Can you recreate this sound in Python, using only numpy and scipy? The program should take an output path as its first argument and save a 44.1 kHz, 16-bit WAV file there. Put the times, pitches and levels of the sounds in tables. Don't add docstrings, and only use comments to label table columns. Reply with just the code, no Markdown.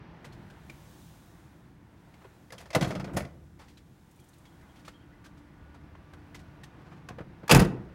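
import sys
import numpy as np
from scipy import signal
from scipy.fft import rfft, irfft, next_fast_len
from scipy.io import wavfile
from scipy.ndimage import uniform_filter1d, map_coordinates

SR = 44100
rng = np.random.default_rng(int(sys.argv[2]) if len(sys.argv) > 2 else 0)


def int16_out(signal):
    q = np.round(np.clip(np.atleast_2d(signal).T, -1, 1) * 32767)
    wavfile.write(sys.argv[1], SR, q.astype(np.int16))


N = 350154

# time in seconds, rumble level in dB, traffic level in dB, hiss level in dB.
AIR_LEVELS = [(0, -51.5, -57.5, -83.5), (.41, -49, -58, -72.5), (.6, -52, -59, -70), (.72, -51, -59.5, -65),
              (1.02, -53.5, -63, -61), (1.41, -55, -63, -68.5), (1.8, -55.5, -66, -77),
              (2.24, -56.5, -62, -70), (2.45, -55, -65.5, -70.5), (3.7, -54.5, -69.5, -74),
              (4.3, -57.5, -66, -69.5), (4.78, -54, -61.5, -70.5), (4.95, -53.5, -64, -75.5),
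              (6, -52, -61.5, -77.5), (6.33, -51, -60, -74.5), (6.75, -52, -61, -77.5),
              (7.2, -49, -62, -78.5), (7.4, -52, -60, -77)]
# frequency in Hz, relative density in dB per Hz.
RUMBLE_SPECTRUM = [(13, -24.5), (22, -8.5), (75, 0), (97, -3), (150, 0.5), (258, -10), (340, -8),
                   (391, -19.5), (494, -18.5), (600, -29.5), (780, -31.5), (1320, -120)]
TRAFFIC_SPECTRUM = [(210, -37.5), (350, -4.5), (500, -7.5), (665, -4.5), (917, -4), (1040, -6), (1160, -9),
                    (1780, -9.5), (6000, -31), (7800, -56.5), (13200, -120)]
HISS_SPECTRUM = [(1470, -29), (2500, -4), (3590, 2.5), (4360, -1.5), (6410, -0.5), (10100, -3.5),
                 (15100, -6.5), (15800, 0)]

# multiple of the hum frequency, level in dB before the hum's gains.
HUM_OVERTONES = [(1, -65.5), (4, -78.5), (5, -76.5), (6, -89.5)]
HUM_HZ = 292
HUM_START_S, HUM_RISE_S, HUM_FAINT_DB, HUM_FULL_DB = 4.3, 0.55, -7, 3.5

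# start in seconds, strength in dB, low part in dB relative to it,
# ring frequency in Hz, t60 of the grit in seconds.
TICKS_NEARBY = [(.2438, -41, -1, 1920, 0.098), (0.3232, -48.5, -12, 4240, 0.093),
                (0.4998, -44.5, -13, 1600, 0.052), (0.6974, -33.5, -8, 2330, 0.031),
                (2.14, -47.5, -1, 2130, 0.034), (2.216, -54, 7, 620, 0.038), (2.2425, -55, 9, 2600, 0.059),
                (3.59, -53, 1.5, 2220, 0.33), (3.6135, -54, -3, 1850, 0.05), (3.6796, -53, -21, 1880, 0.23),
                (3.7717, -48, -22, 3960, 0.086), (4.1904, -54, -23, 2390, .06),
                (4.332, -57, -17, 4060, 0.11), (4.4532, -49.5, -23, 2170, 0.072),
                (4.61, -53, -12, 1760, 0.04), (4.757, -54, -14, 2250, .13), (4.7894, -54.5, -10, 1450, .12),
                (4.847, -49.5, -20, 2320, 0.27), (4.8785, -37, -1.5, 1270, 0.057),
                (5.2413, -49, -10, 1750, 0.15), (5.2587, -41.5, -6, 1590, 0.042),
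                (5.3704, -58, -17, 1430, 0.15), (5.742, -54.5, 6, 1350, .088),
                (5.9499, -62.5, 21.5, 820, 0.036), (6.1327, -47.5, 3.5, 1630, 0.06),
                (6.345, -38, -8, 2040, 0.082), (6.3903, -51, -20, 1910, 0.11),
                (6.6339, -38.5, -12, 1880, 0.066)]
TICK_RISE_S, TICK_GRIT_DB, TICK_FIZZ_DB, TICK_RING_DB = 0.0042, -5.5, -18.5, -6

# frequency in Hz, t60 in seconds.
YARD_DECAY = [(100, 0.54), (1000, 0.56), (4000, 0.33), (12000, 0.23)]

# start in seconds, strength in dB, metal relative to panel in dB, fine rattle
# relative to metal in dB, t60 of the latch rattle in seconds, clack in Hz, knock in Hz.
DOOR_CONTACTS = [(2.249, -46, -20, -20, 0.052, 1050, 380), (2.5044, -49.5, 15, -28, 0.022, 2030, 510),
                 (2.522, -41.5, 8, -13.5, 0.096, 1670, 655), (2.58, -53, 17.5, -17, .11, 3200, 490),
                 (2.6032, -49, 7, -12, .16, 1850, 650), (2.656, -51, 8, -22, 0.089, 1860, 640),
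                 (2.7037, -42.5, 11, -37, 0.06, 2110, 670), (2.73, -39.5, 9, -31, 0.17, 2020, 715),
                 (2.7484, -19.5, 8, -16, 0.063, 2040, 713), (2.7603, -18.5, -15, -10, 0.027, 2300, 500),
                 (2.8097, -28.5, 7.5, -28, 0.097, 2090, 500), (2.8239, -32, 9.5, -22, 0.094, 1550, 690),
                 (2.8451, -30, 4.5, -35, 0.083, 3330, 726), (2.8713, -43.5, 4.5, -16, 0.4, 1730, 575),
                 (3.0714, -43, -12.5, -22, 0.19, 1890, 415), (3.1332, -46, -4, -3, 0.18, 2260, 760),
                 (3.1643, -36.5, 6.5, -8, 0.2, 1980, 587), (3.1695, -24.5, 0.5, -8.5, 0.062, 5450, 724),
                 (3.2053, -31.5, 1.5, -20, 0.026, 2220, 619), (3.25, -44, 10, -33, 0.027, 2010, 660),
                 (7.087, -41.5, 12.5, -19, 0.044, 1545, 1052), (7.099, -41, -14, -20, 0.078, 1500, 715),
                 (7.184, -36, -27, -32, .061, 1950, 492), (7.2048, -40.5, -26, -20, 0.06, 1573, 457),
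                 (7.431, -45, -16.5, -26, 0.078, 1750, 493), (7.479, -39.5, 14.5, -12.5, 0.041, 1710, 1185),
                 (7.494, -18.5, 5.5, -23, 0.25, 2520, 933), (7.5112, -12, 13.5, -14.5, 0.066, 2590, 563),
                 (7.5216, -21, 9.5, -4.5, .052, 1604, 543), (7.5338, -18, -7.5, -11.5, 0.092, 1630, 488),
                 (7.5463, -16, 9, -8.5, 0.051, 2550, 885), (7.5563, -13, -5, -7, .057, 1453, 390),
                 (7.564, -27, 2, -3.5, 0.11, 1630, 715), (7.593, -20, 4.5, -12.5, 0.11, 1880, 447),
                 (7.6177, -26, 0.5, -16, .09, 1588, 461), (7.648, -28, -1, -12, .05, 1900, 448)]
RATTLE_DB, CLACK_DB = -12, -10
# frequency in Hz, width in Hz, level in dB.
PANEL_MODES = [(530, 67, 5.5), (699, 150, -11), (911, 38, -21), (1249, 80, -8.5), (1433, 46.5, -10.5),
               (1462, 23, -9.5)]
# frequency in Hz, width in Hz, level in dB.
METAL_MODES = [(2000, 200, -4), (2300, 150, -2), (2600, 200, -3), (3330, 200, -6), (4330, 250, -7),
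               (4950, 400, -1), (5980, 250, -6)]
# frequency in Hz, width in Hz, level in dB.
FINE_MODES = [(6900, 400, -1), (10200, 800, -2), (11600, 400, -9)]
CHATTER_S, CHATTER_GAP_S, CHATTER_DB, CHATTER_LOSS_DB = 2.9055, 0.0457, -32, 2
CHATTER_METAL_DB, CHATTER_FINE_DB = 3, -40
CHATTER_T60_S, CHATTER_CLACK_HZ, CHATTER_KNOCK_HZ = 0.084, 2150, 628

# frequency in Hz, width in Hz, level in dB.
BODY_MODES = [(54, 69, 17), (134, 26, 8), (165.6, 44, 5), (190.4, 10, -2), (265, 21, -6), (310, 31, -14),
              (322, 32, 0.5)]
# start in seconds, push in dB before a small random change.
SHELL_THUMPS = [(2.7627, -34), (2.8119, -33.5), (2.8241, -30.5), (2.8713, -36), (2.9506, -40),
                (2.9973, -42), (3.166, -34), (7.106, -47.5), (7.2044, -45), (7.436, -47), (7.5107, -28),
                (7.5204, -22), (7.533, -20), (7.5468, -26), (7.5549, -16), (7.562, -16.5), (7.5844, -18.5),
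                (7.6193, -28.5)]
# start in seconds, jolt in dB, sway in dB,
# time in seconds before the sway falls off.
DOOR_SHUDDER = [(2.74, -29.5, -37, 0.44), (7.601, -14, -48.5, 0.28)]
DEEP_DB = -24.5
DEEP_GROWS = 1.8
JOLT_DB_PER_S, SWAY_DB_PER_S, SHAKE_RISE_S = 220, 97, 0.018
SWAY_DEEP_DB = -9
LOW_S, LOW_HZ, LOW_DB, LOW_T60_S = 3.2, 75, -47, 1.9

CRACKLE_S, CRACKLE_GAP_S, CRACKLE_DB, CRACKLE_T60_S = 4.109, 0.0445, -58, 0.053

# start in seconds, top frequency in Hz, level in dB, length in seconds.
BIRD_CHIRPS = [(4.193, 3360, -71, 0.043), (4.447, 3400, -65, 0.039), (4.52, 3310, -75, 0.035),
               (4.604, 2090, -66, 0.046), (4.686, 3280, -67, 0.034), (4.75, 3300, -70, 0.036),
               (4.933, 3300, -62.5, .04), (5.0, 3250, -68, .035), (5.115, 1980, -64, 0.044)]

ENGINE_S, ENGINE_LASTS_S, ENGINE_HZ, CLIMB_HZ_PER_S = 5.5, 1.15, 67, 28
ENGINE_DB, ENGINE_FADE_DB_PER_S, ENGINE_ATTACK_S, ENGINE_RELEASE_S = -49.5, 8.5, 0.12, 0.2

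RUB_S = 6.912
RUB_DB, RUB_METAL_DB, RUB_RISE_DB_PER_S, RUB_FALL_DB_PER_S = -55.5, -13.5, 93, 119.5

TOP_HZ = 15900


def amp(db):
    return 10 ** (np.asarray(db) / 20)


def unit(x):
    return x / np.sqrt(np.mean(x ** 2) + 1e-20)


def along(points, hz):
    f, v = np.transpose(points)
    return np.interp(np.log(hz + 1), np.log(f + 1), v)


def curves(rows):
    s, *columns = np.transpose(rows)
    return [np.interp(np.arange(N) / SR, s, column) for column in columns]


def wobble(rate):
    knots = rng.standard_normal(int(N * rate / SR) + 4)
    return map_coordinates(knots, [np.arange(N) * rate / SR])


def filtered(x, response):
    m = next_fast_len(N + SR)
    return irfft(rfft(x, m) * response(np.fft.rfftfreq(m, 1 / SR)), m)[..., :N]


def peak(f, hz, width):
    return 1j * f * width / (hz * hz - f * f + 1j * f * width)


def band(lo_hz, hi_hz, modes):
    def response(f):
        broad = peak(f, np.sqrt(lo_hz * hi_hz), hi_hz - lo_hz)
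        sharp = sum(amp(db) * peak(f, hz, width) for hz, width, db in modes)
        whole = broad * broad * (broad + sharp)
        return whole / np.sqrt(np.mean(np.abs(whole) ** 2))
    return response


def add(track, s, x):
    i = round(s * SR)
    track[..., i:i + x.shape[-1]] += x[..., :N - i]


def burst(t60, rise, grit_db):
    t = np.arange(SR // 3) / SR
    steps_db = np.repeat(rng.standard_normal(len(t) // 49 + 1), 49)[:len(t)]
    noise = amp(grit_db * steps_db) * rng.standard_normal(len(t))
    return unit(noise) * amp(-60 * t / t60) * (1 - np.exp(-t / rise))


def ring(hz, t60):
    t = np.arange(SR // 10) / SR
    blur = np.cumsum(rng.normal(0, 0.06, len(t)))
    return amp(-60 * t / t60) * np.sin(2 * np.pi * hz * t + blur) * (1 - np.exp(-t / 0.00041))


def voiced(drive, panel=(), metal=(), fine=()):
    low = filtered(drive[0], band(269.6, 2070, panel))
    middle = filtered(drive[1], band(990, 7500, metal))
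    return low + middle + filtered(drive[2], band(4500, 15000, fine))


def rush(spectrum, patchy_db):
    z = signal.stft(rng.standard_normal(N), nperseg=512)[2]
    patches = uniform_filter1d(rng.standard_normal(z.shape), size=6, axis=0)
    patches = uniform_filter1d(patches, size=12, axis=1)
    x = signal.istft(z * amp(patchy_db * unit(patches)), nperseg=512)[1][:N]
    return unit(filtered(x, lambda hz: amp(along(spectrum, hz))))


def air():
    rumble_db, traffic_db, hiss_db = curves(AIR_LEVELS)
    low = amp(rumble_db) * rush(RUMBLE_SPECTRUM, patchy_db=0.6)
    middle = amp(traffic_db) * rush(TRAFFIC_SPECTRUM, patchy_db=0.6)
    return low + middle + amp(hiss_db) * rush(HISS_SPECTRUM, patchy_db=0)


def motor_hum():
    t = np.arange(N) / SR
    turn = 2 * np.pi * HUM_HZ * np.cumsum(1 + 0.00152 * wobble(1.6)) / SR
    forward_db = np.interp(t, [HUM_START_S, HUM_START_S + HUM_RISE_S], [HUM_FAINT_DB, HUM_FULL_DB])
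    tones = sum(amp(db + 1.5 + 2.5 * wobble(8)) * np.sin(k * turn) for k, db in HUM_OVERTONES)
    return tones * amp(forward_db)


def ticks():
    drive, notes = np.zeros((3, N)), np.zeros(N)
    for s, db, low_db, hz, t60 in TICKS_NEARBY:
        levels = amp(db) * amp([[low_db], [TICK_GRIT_DB], [TICK_FIZZ_DB]])
        puffs = np.array([burst(t60, TICK_RISE_S, grit_db=1.3) for part in range(3)])
        add(drive, s, levels * puffs)
        add(notes, s, amp(db + TICK_RING_DB) * ring(hz, 0.043))
    return voiced(drive) + notes


def yard(x):
    out, t = np.zeros(N), np.arange(N) / SR
    for part in (t < 5, t >= 5):
        hz, s, z = signal.stft(rng.standard_normal(SR // 2 + SR // 4), SR, nperseg=256)
        decay = amp(-60 * s / along(YARD_DECAY, hz)[:, None])
        tail = signal.istft(z * decay, SR, nperseg=256)[1]
        delayed = np.pad(x * part, (400, 0))
        out += signal.fftconvolve(delayed, tail / np.linalg.norm(tail))[:N]
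    return out


def door_contacts():
    drive, notes = np.zeros((3, N)), np.zeros(N)
    chatter = [(CHATTER_S + k * CHATTER_GAP_S, CHATTER_DB - k * CHATTER_LOSS_DB, CHATTER_METAL_DB,
                CHATTER_FINE_DB, CHATTER_T60_S, CHATTER_CLACK_HZ, CHATTER_KNOCK_HZ) for k in range(4)]
    for s, db, metal_over_db, fine_db, t60, clack_hz, knock_hz in DOOR_CONTACTS + chatter:
        metal_db = db + metal_over_db
        panel = amp(db) * burst(1.296 * t60, 0.0038, grit_db=2)
        latch = amp(metal_db + RATTLE_DB) * burst(t60, 0.0012, grit_db=-1.0)
        springs = amp(metal_db + fine_db) * burst(0.62 * t60, 0.0026, grit_db=4.0)
        add(drive, s, np.array([panel, latch, springs]))
        add(notes, s, amp(metal_db + CLACK_DB) * ring(clack_hz, 0.04) + amp(db) * ring(knock_hz, 0.074))
    return voiced(drive, PANEL_MODES, METAL_MODES, FINE_MODES) + notes


def door_shell():
    push, t = np.zeros((2, N)), np.arange(N) / SR
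    shove = signal.windows.hann(SR // 400)
    for s, db in SHELL_THUMPS:
        deep_db = DEEP_DB + DEEP_GROWS * (db + 19.5)
        add(push, s, amp([[db], [deep_db]]) * amp(rng.normal(0, 1)) * -shove)
    for s, jolt_db, sway_db, lasts in DOOR_SHUDDER:
        jolt = amp(jolt_db - JOLT_DB_PER_S * abs(t - s))
        sway = amp(sway_db - SWAY_DB_PER_S * np.maximum(t - s - lasts, 0))
        rise = np.clip((t - s) / SHAKE_RISE_S, 0, 1)
        shake = rise * amp(1.9 * wobble(25)) * rng.standard_normal((2, N))
        push += shake * [jolt + sway, amp(SWAY_DEEP_DB) * sway]
    return filtered(push[0], band(60, 450, BODY_MODES[1:])) + filtered(push[1], band(34, 120, BODY_MODES[:1]))


def low_note():
    u = np.maximum(np.arange(N) / SR - LOW_S, 0)
    level = amp(LOW_DB - 60 * u / LOW_T60_S + 3 * wobble(14)) * (1 - np.exp(-u / 0.02))
    return level * np.sin(2 * np.pi * LOW_HZ * u)


def crackle():
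    drive = np.zeros((3, N))
    for k in range(7):
        late, db = rng.normal(0, [0.004, 2.5]) * (k > 0)
        tick = burst(CRACKLE_T60_S, TICK_RISE_S, grit_db=-1.5)
        add(drive[2], CRACKLE_S + k * CRACKLE_GAP_S + late, amp(CRACKLE_DB + db) * tick)
    return voiced(drive)


def bird():
    out = np.zeros(N)
    for s, top_hz, db, length in BIRD_CHIRPS:
        u = np.linspace(-1, 1, round(length * SR))
        hz = top_hz * (1 - 0.14 * u * u) + rng.normal(0, 500, len(u))
        add(out, s, amp(db) * np.sqrt(1 - u * u) * np.sin(2 * np.pi * np.cumsum(hz) / SR))
    return out


def engine():
    u = np.arange(N) / SR - ENGINE_S
    near = np.clip(np.minimum(u / ENGINE_ATTACK_S, 1 + (ENGINE_LASTS_S - u) / ENGINE_RELEASE_S), 0, 1)
    hz = ENGINE_HZ + CLIMB_HZ_PER_S * np.clip(u, 0, ENGINE_LASTS_S)
    level = near * amp(ENGINE_DB - ENGINE_FADE_DB_PER_S * u + 1.5 * wobble(9))
    return level * np.sin(2 * np.pi * np.cumsum(hz) / SR)


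def rub():
    drive, t = np.zeros((3, N)), np.arange(N) / SR
    slope = np.where(t < RUB_S, RUB_RISE_DB_PER_S, RUB_FALL_DB_PER_S)
    level = amp(RUB_DB - slope * abs(t - RUB_S) + 4.1 * wobble(44))
    drive[:2] = level * amp([[0], [RUB_METAL_DB]]) * rng.standard_normal((2, N))
    return voiced(drive)


def scene():
    door = door_contacts() + door_shell() + low_note()
    near = ticks() + door + crackle() + rub()
    far = bird()
    tail = yard(amp(-17) * near + amp(-7.5) * far)
    return (near + far + tail + air() + motor_hum() + engine())[None]


def record(dry):
    def bass_rolloff(f):
        return (1j * f) ** 2 / (36 ** 2 - f * f + 1.3j * f * 36) * 1j * f / (30 + 1j * f)
    x = filtered(dry, bass_rolloff)
    x = x / (1 + np.abs(x / 0.85) ** 6) ** (1 / 6)
    return filtered(x, lambda hz: hz < TOP_HZ)


dry = scene()
out = record(dry)
int16_out(out)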